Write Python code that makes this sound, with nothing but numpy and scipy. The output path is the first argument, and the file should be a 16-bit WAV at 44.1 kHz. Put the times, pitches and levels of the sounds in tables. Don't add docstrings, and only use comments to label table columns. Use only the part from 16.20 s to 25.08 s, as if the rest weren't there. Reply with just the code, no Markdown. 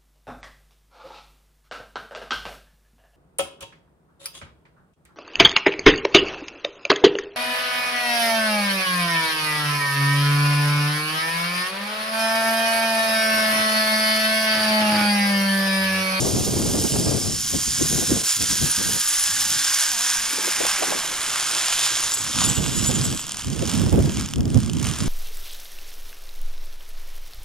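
import sys
import numpy as np
from scipy import signal
from scipy.fft import rfft, irfft, next_fast_len
from scipy.io import wavfile
from scipy.ndimage import uniform_filter1d, map_coordinates

SR = 44100
rng = np.random.default_rng(int(sys.argv[2]) if len(sys.argv) > 2 else 0)


def master(y):
    cut = np.clip(np.atleast_2d(y).T, -1, 1)
    pcm = np.round(cut * 32767)
    wavfile.write(sys.argv[1], SR, pcm.astype(np.int16))


def attenuation_scalar(level_db):
    decades = np.asarray(level_db, float) / 20
    return 10 ** decades


N = 391608

# start_s, strands_per_s
STRAND_RATE = [(0, 411), (1.15, 385), (1.29, 352), (1.7, 358), (2.12, 345), (2.6, 306), (2.8, 314),
               (3.04, 277), (3.3, 292), (3.52, 262), (3.89, 250), (4.04, 222), (4.5, 210), (4.89, 150),
               (5.2, 144), (5.33, 124), (5.81, 124), (6.1, 105)]
# pitch_hz, width_hz, level_db
CABLE_MODES = [(1610, 220, 0)]
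CHEEK_MODES = [(2595, 560, 5.5), (3288, 690, 10.5), (4260, 720, -0.5)]
SHEAVE_MODES = [(5123, 780, 1), (6320, 550, 3.5), (6990, 1150, 1.5), (9070, 890, -1), (10170, 670, -6.5)]
RIM_MODES = [(10100, 2800, -2.5), (12200, 1350, 1), (14200, 1500, -4.5)]
STRAP_MODES = [(610, 240, 4.5), (1180, 486, 10.5)]


def unit(x):
    return x / np.sqrt(np.mean(x ** 2) + 1e-20)


def along(points, hz):
    f, v = np.transpose(points)
    return np.interp(np.log(hz + 1), np.log(f + 1), v)


def curves(rows):
    s, *cols = np.transpose(rows)
    return [np.interp(np.arange(N) / SR, s, c) for c in cols]


def wobble(rate):
    knots = rng.standard_normal(int(N * rate / SR) + 4)
    return map_coordinates(knots, [np.arange(N) * rate / SR])


def bumps(rows):
    t = np.arange(N) / SR
    return sum(size * np.exp(-((t - s) / width) ** 2) for s, width, size in rows)


def bursts(rows, rise_db, fall_db):
    t = np.arange(0, N, 32) / SR
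    s, length, db, *over = np.transpose(rows)[:, :, None]
    early = np.maximum(s - t, 0)
    late = np.maximum(t - s - np.abs(length), 0)
    level = db - rise_db * early - fall_db * late
    return [np.interp(np.arange(N) / SR, t, np.max(level + more, axis=0)) for more in [0, *over]]


def filtered(x, response):
    m = next_fast_len(N + SR // 4)
    return irfft(rfft(x, m) * response(np.fft.rfftfreq(m, 1 / SR)), m)[..., :N]


def resonant(modes):
    low = 0.67 * modes[0][0]

    def response(f):
        ring = sum((-1) ** k * attenuation_scalar(db) * 1j * f * w / (c * c - f * f + 1j * f * w)
                   for k, (c, w, db) in enumerate(modes))
        return (1j * f / (low + 1j * f)) ** 2 * ring
    return response


def patchy(x, depth_db):
    z = signal.stft(x, nperseg=512)[2]
    field = uniform_filter1d(rng.standard_normal(z.shape), size=6, axis=0)
    field = uniform_filter1d(field, size=60, axis=1)
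    return signal.istft(z * attenuation_scalar(depth_db * unit(field)), nperseg=512)[1][:N]


def gusts(spectrum, lumps):
    noise = rng.standard_normal((2, N)) + 0.45 * rng.standard_normal(N)
    return unit(lumps * filtered(noise, lambda f: attenuation_scalar(along(spectrum, f))))


def puffs():
    # start_s, peak_db, pitch_hz
    eddies = [(0.419, -45, 264), (1.346, -14.5, 264), (1.609, -9.5, 283), (1.913, -7, 268),
              (4.13, -28.5, 301), (4.18, -25, 373), (4.27, -20.5, 410), (4.402, -16, 471),
              (4.448, -18, 708), (4.62, -11.5, 584), (4.718, -16.5, 605), (4.922, -29, 404),
              (6.692, -14.5, 500), (7.42, -12.5, 374), (7.775, -8, 363)]
    size = SR // 8
    t, f = np.arange(size) / SR, np.fft.rfftfreq(size, 1 / SR)
    out = np.zeros((2, N + size))
    for (s, db, hz), noise in zip(eddies, rng.standard_normal((len(eddies), 2, size))):
        note = irfft(rfft(noise) / (1 + (np.log(f / hz + 1e-3) / 0.42) ** 4), size)
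        swell = (t / 0.0081) * np.exp(1 - t / 0.0065)
        out[:, round(s * SR):][:, :size] += attenuation_scalar(db - 6.5) * unit(note) * swell
    return out[:, :N]


def wind():
    # start_s, length_s, buffet_db, flutter_over_buffet_db
    gust_rows = [(0, .66, -27, -1), (.72, .25, -26, -2), (1.05, .08, -30.5, -5), (1.35, 0.0071, -26, -7.5),
                 (1.48, 0.0078, -32, -14), (1.6, 0.042, -28.5, -8.5), (1.71, 0.11, -28.5, -3),
                 (1.9, 0.067, -27.5, -2), (2.0, 0.02, -41, 2), (2.21, 0.018, -31.5, -5.5),
                 (2.31, 0.018, -32, -6), (2.42, 0.034, -26, -9), (2.59, 0.17, -35, -5.5),
                 (3.1, 0.28, -44.5, -9.5), (4.14, 0.15, -55.5, 15.5), (4.4, 0.045, -52, 17),
                 (4.61, 0.15, -49.5, 12.5), (6.0, 0.26, -41.5, -12), (6.17, 0.15, -28.5, -13),
                 (6.38, 0.56, -26.5, -11.5), (7.27, 0.061, -25.5, -17), (7.36, 0.12, -29, -9),
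                 (7.55, 0.14, -22, -12), (7.73, 0.16, -19.5, -11), (7.95, 0.094, -28, -19),
                 (8.17, .17, -21.5, -16.5), (8.36, 0.021, -15.5, -18.5), (8.42, 0.28, -25.5, -18.5),
                 (8.82, 0.07, -24.5, -16)]
    # start_s, buffet_db, flutter_db
    lull = [(0, -36, -52), (1.5, -42, -67), (2.8, -71, -67), (3.6, -60, -67), (4.9, -58, -47.5),
            (5.8, -53, -49), (8.88, -32, -53)]
    # pitch_hz, level_db_per_hz
    buffet = [(12, -50), (20, -21), (65, -0.5), (108, 3), (252, -1.5), (372, -14.5), (500, -29), (650, -63),
              (1100, -120)]
    flutter = [(100, -25), (220, -3.5), (350, 1), (600, -7), (1000, -16.5), (1800, -26.5), (4000, -35)]
    # start_s, left_minus_right_db
    wind_side = [(0.0, 4.5), (0.67, -2.5), (0.89, 4.5), (2.17, -0.5), (2.47, 2), (2.77, -4.5), (5.86, 0.5),
                 (6.35, -10), (6.95, -2), (7.52, -9), (8.06, 1), (8.73, -10), (8.88, -2)]
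    gust_db = bursts(gust_rows, rise_db=397, fall_db=265)
    buffet_db, flutter_db = np.maximum(gust_db, curves(lull))
    eddy = 0.12 * wobble(30) + 0.56 * np.array([wobble(35), wobble(35)])
    low = gusts(buffet, attenuation_scalar(3.5 * eddy))
    high = gusts(flutter, attenuation_scalar(np.minimum(4 * eddy + 3 * wobble(80), 7)))
    lean = attenuation_scalar(np.array([[.5], [-.5]]) * curves(wind_side)[0])
    rumble = attenuation_scalar(-51) * gusts([(20, 0), (60, -3), (150, -14), (400, -40)], attenuation_scalar(3 * wobble(8)))
    return lean * (attenuation_scalar(buffet_db + 1.5) * low + attenuation_scalar(flutter_db + 1.5) * high) + rumble + puffs()


def slowing():
    fastest, slowest = STRAND_RATE[0][1], STRAND_RATE[-1][1]
    return 1 - (curves(STRAND_RATE)[0] - slowest) / (fastest - slowest)


def strand_rate():
    # centre_s, half_width_s, strands_per_s
    swings = [
        (.66, .2, 5),
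        (1.45, .08, 8),
        (3.13, .04, 10),
        (3.2, .04, -13),
        (3.65, .07, 55),
        (3.77, .05, -34),
        (5.45, .06, 6),
    ]
    return curves(STRAND_RATE)[0] + bumps(swings)


def strand_phase():
    return np.cumsum(strand_rate() * (1 + .007 * wobble(14))) / SR


def singing():
    # start_s, length_s, level_db, lower_line_over_db, upper_line_over_db
    burst_rows = [(2.48, .05, -50.5, -4, 14), (2.56, 0.078, -47, 3, 4), (2.7, 0.13, -37.5, 0, -2),
                  (2.84, 0.053, -36.5, 8, 0), (2.93, 0.1, -43, 4, 11), (4.98, 0.31, -55, -1, 11),
                  (5.26, 0.063, -53, -3, 7), (5.85, .05, -37, 4, -4), (5.94, 0.047, -28, -2, -11),
                  (6.13, .06, -41, 4, -4), (6.21, 0.029, -35, 11, 0), (6.3, 0.061, -25, -2, -25),
                  (6.45, 0.025, -31, -6, -23), (6.55, .08, -28, 0, -11), (6.66, 0.082, -26.5, 3, -13),
                  (6.8, 0.066, -29, -6, -20), (6.92, .02, -31, -12, -19), (6.98, 0.028, -32, -7, -26)]
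    # pitch_hz, level_db
    lines = [
        [(7698, -1)],
        [(6955, -2.5)],
        [(9812, 7), (14600, -7), (15032, -7)],
        [(12875, 21.5)],
    ]
    main, lower, upper = bursts(burst_rows, rise_db=215, fall_db=215)
    top = np.minimum(main + 2, -50 + 0.79 * (main + 40) - 18.5 * slowing())
    t, drag = np.arange(N) / SR, wobble(55)
    out = np.zeros(N)
    for level, group in zip((main, lower, upper, top), lines):
        for hz, db in group:
            gain = attenuation_scalar(level + db + .8 + 4 * drag + 2.5 * wobble(70))
            out += gain * np.sin(2 * np.pi * hz * t + 1.6 * wobble(45))
    return out


def hum(turns):
    # multiple, level_db
    overtones = [(2, -10), (3, -6), (4, -2), (5, -9)]
    rate = strand_rate()
    peak_rate = 285
    steepness = np.where(rate > peak_rate, 1.2, .35)
    whine_db = -45.5 - 16 * np.log2(rate / peak_rate) ** 2 * steepness
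    over = np.zeros(N)
    for k, db in overtones:
        hz = k * rate
        carry_db = -3.5 * np.log2(hz / 1120) ** 2 - np.maximum(hz - 1220, 0) / 35
        over += attenuation_scalar(whine_db + db + carry_db + 2.2 * wobble(11)) * np.sin(2 * np.pi * k * turns)
    low_db = -56.5 - np.maximum(rate - 300, 0) / 8 + 2.5 * wobble(9)
    low = attenuation_scalar(low_db) * np.sin(2 * np.pi * turns)
    fade = np.clip(6.2 - np.arange(N) / SR, 0, .2) / .2
    return np.sqrt(2) * fade * (low + over)


def knocks():
    # start_s, strands_passed, peak_db
    creep = [(7.0151, 0, -18), (7.1197, 4, -13), (7.271, 10, -17), (7.423, 15, -17), (7.4548, 16, -12),
             (7.6167, 24, -16), (7.6631, 26, -18), (7.7904, 30, -17), (7.8951, 33, -20), (8.022, 38, -16),
             (8.0602, 39, -14), (8.159, 40, -16), (8.3027, 43, -20), (8.3448, 44, -17), (8.4613, 48, -16),
             (8.5695, 51, -15), (8.6878, 55, -16), (8.8596, 62, -17)]
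    # start_s, peak_db
    strays = [(6.7178, -16), (6.7826, -20), (6.8275, -18), (6.8699, -20), (6.9263, -13), (6.9752, -13),
              (6.994, -15), (7.1029, -39), (7.705, -21), (8.0108, -14), (8.0877, -17), (8.1191, -24),
              (8.1366, -11), (8.6692, -11)]
    s, passed, db = np.transpose(creep)
    half = np.arange(2 * passed[-1] + 1) / 2
    trailing_db = -10 * (half % 1 > 0)
    paced_db = np.interp(half, passed, db) + trailing_db + 1.2 * rng.standard_normal(len(half))
    return strays + list(zip(np.interp(half, passed, s), paced_db))


def ticks():
    size, rows = SR // 25, knocks()
    t, f = np.arange(size) / SR, np.fft.rfftfreq(size, 1 / SR)
    knock = resonant(SHEAVE_MODES)(f) - attenuation_scalar(-10) * resonant(CHEEK_MODES)(f)
    knock = knock + attenuation_scalar(-16) * (resonant(STRAP_MODES)(f) - resonant(CABLE_MODES)(f))
    knock = knock - attenuation_scalar(-7) * resonant(RIM_MODES)(f)
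    fall = attenuation_scalar(-60 * t / .003) + attenuation_scalar(-11 - 60 * t / .025)
    rattle = fall * rng.standard_normal((len(rows), size)) + 5 * (t == 0)
    blows = irfft(rfft(rattle) * knock, size)
    out = np.zeros(N + size)
    for (s, db), blow in zip(rows, blows):
        out[round(s * SR):][:size] += attenuation_scalar(db) * blow / np.abs(blow).max()
    return out[:N]


def grit(turns, spread_db):
    # start_s, contacts_per_s, smooth_share
    contacts = [(0, 1460, 1.44), (5.8, 750, 0.98), (6.3, 600, .8), (7.1, 600, .7), (8.88, 600, .7)]
    density, smooth = curves(contacts)
    hit_db = spread_db * np.minimum(rng.exponential(size=N), 2.6)
    hits = (rng.random(N) < density / SR) * attenuation_scalar(hit_db)
    decay = attenuation_scalar(-60 * np.arange(SR // 50) / SR / 0.0025)
    scrape = signal.fftconvolve(hits, decay)[:N] * rng.standard_normal(N)
    scrape /= np.sqrt(np.abs(uniform_filter1d(scrape ** 2, size=SR // 4)) + 1e-9)
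    bunch = 1 + 0.15 * np.cos(2 * np.pi * turns)
    uneven = attenuation_scalar(0.68 * wobble(35) + 0.14 * wobble(76))
    return bunch * uneven * (scrape + smooth * rng.standard_normal(N)) / np.hypot(1, smooth)


def rolling(turns):
    # start_s, hiss_db
    load = [(0, -27), (1.1, -28), (1.64, -24.5), (3.0, -24), (3.6, -22.5), (4.1, -27), (4.5, -24.5),
            (4.9, -29.5), (5.65, -23), (6.08, -29), (6.25, -29.5), (6.8, -30), (7.07, -38.5), (7.75, -44),
            (8.0, -35), (8.23, -54), (8.6, -46.5), (8.88, -37)]
    # centre_s, half_width_s, level_db
    level_changes = [(.65, .12, 1), (2.028, 0.0078, -7.5), (2.09, 0.037, 3), (2.188, 0.018, -4.5), (2.22, .015, 3),
                     (2.31, 0.022, 3), (3.64, .05, 1), (3.74, 0.066, -2.5), (3.89, 0.064, 2), (4.63, .06, -1),
                     (5.27, 0.045, -0.5), (5.96, 0.051, -3), (6.22, 0.056, 6), (6.31, .02, 2), (6.41, 0.02, -4.5),
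                     (6.48, .02, 0), (6.74, 0.013, -1), (7.2, 0.022, 7), (7.54, 0.14, 10.5), (8.38, 0.1, 9.5),
                     (8.67, 0.11, 9.5)]
    # start_s, share_0_to_1
    swung_under = [(0, 0.1), (1.2, 0.2), (3.0, 0.26), (4.6, 1), (4.9, 1), (5.7, 0.57), (6.8, .45),
                   (7.6, 0.74), (8.88, 1)]
    # pitch_hz, width_hz, level_db
    hanger_modes = [(2200, 590, 0)]
    slow, (under,) = slowing(), curves(swung_under)
    cheek_db = -8.5 + 8 * slow + 0.5 * under
    strap_db = -23.5 + 14 * slow + 7.5 * under
    hanger_db = -18.5 + 0.5 * slow + 14 * under
    cable_db = -5.5 - 36.5 * (slow - 0.67) ** 2
    rim_db = -7.5 - 4.5 * slow ** 3
    shared = grit(turns, spread_db=4.5)

    def part(modes, own):
        shake = patchy(shared + own * rng.standard_normal(N), 0.94)
        return unit(filtered(shake, resonant(modes)))

    low = attenuation_scalar(cable_db) * part(CABLE_MODES, own=4.1)
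    low += attenuation_scalar(hanger_db) * part(hanger_modes, own=1.6)
    low += attenuation_scalar(strap_db) * part(STRAP_MODES, own=0.64)
    body = part(SHEAVE_MODES, own=0.52) + attenuation_scalar(cheek_db - 6.0) * part(CHEEK_MODES, own=0.84) + attenuation_scalar(-5.0) * low
    rim = attenuation_scalar(1.3 * wobble(35.7) + rim_db) * part(RIM_MODES, own=0.37)
    return attenuation_scalar(curves(load)[0] + 1.45 + bumps(level_changes)) * (body + rim)


def ports(x):
    # pitch_hz, likeness_0_to_1
    alike = [(700, 1), (1500, 1), (4000, 1), (8000, 0.83), (13000, 0.62)]
    # pitch_hz, left_minus_right_db
    balance = [(700, 0), (2400, -0.5), (4400, -2), (8100, -2), (15000, 2.5)]
    z = signal.stft(x, nperseg=128)[2]
    random_phase = np.exp(2j * np.pi * rng.random(z.shape))
    scattered = 0.85 * signal.istft(z * random_phase, nperseg=128)[1][:N]

    def turn(f):
        return np.arccos(np.clip(along(alike, f), 0, 1)) / 2

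    side = np.array([[1], [-1]])

    def lean(f):
        lead = np.exp(side * 1j * np.pi * f * 1.17 / SR)
        return attenuation_scalar(side * along(balance, f) / 2) * lead

    common = filtered(x, lambda f: np.cos(turn(f)))
    differing = filtered(scattered, lambda f: np.sin(turn(f)))
    return filtered(common + side * differing, lean)


def scene():
    turns = strand_phase()
    trolley = hum(turns) + rolling(turns) + ticks() + singing()
    return ports(trolley) + wind()


def low_pass(x):
    return signal.sosfilt(signal.butter(12, 16500, fs=SR, output="sos"), x)


def record(dry):
    soft = dry / (1 + np.abs(dry / .8) ** 4) ** .25

    def housing(f):
        dip = 1 - .8 / (1 + ((f - 7910) / 80) ** 2)
        return dip * (f < 15750) / np.sqrt(1 + (f / 13500) ** 6)

    return low_pass(filtered(soft, housing))


dry = scene()
out = record(dry)
master(out)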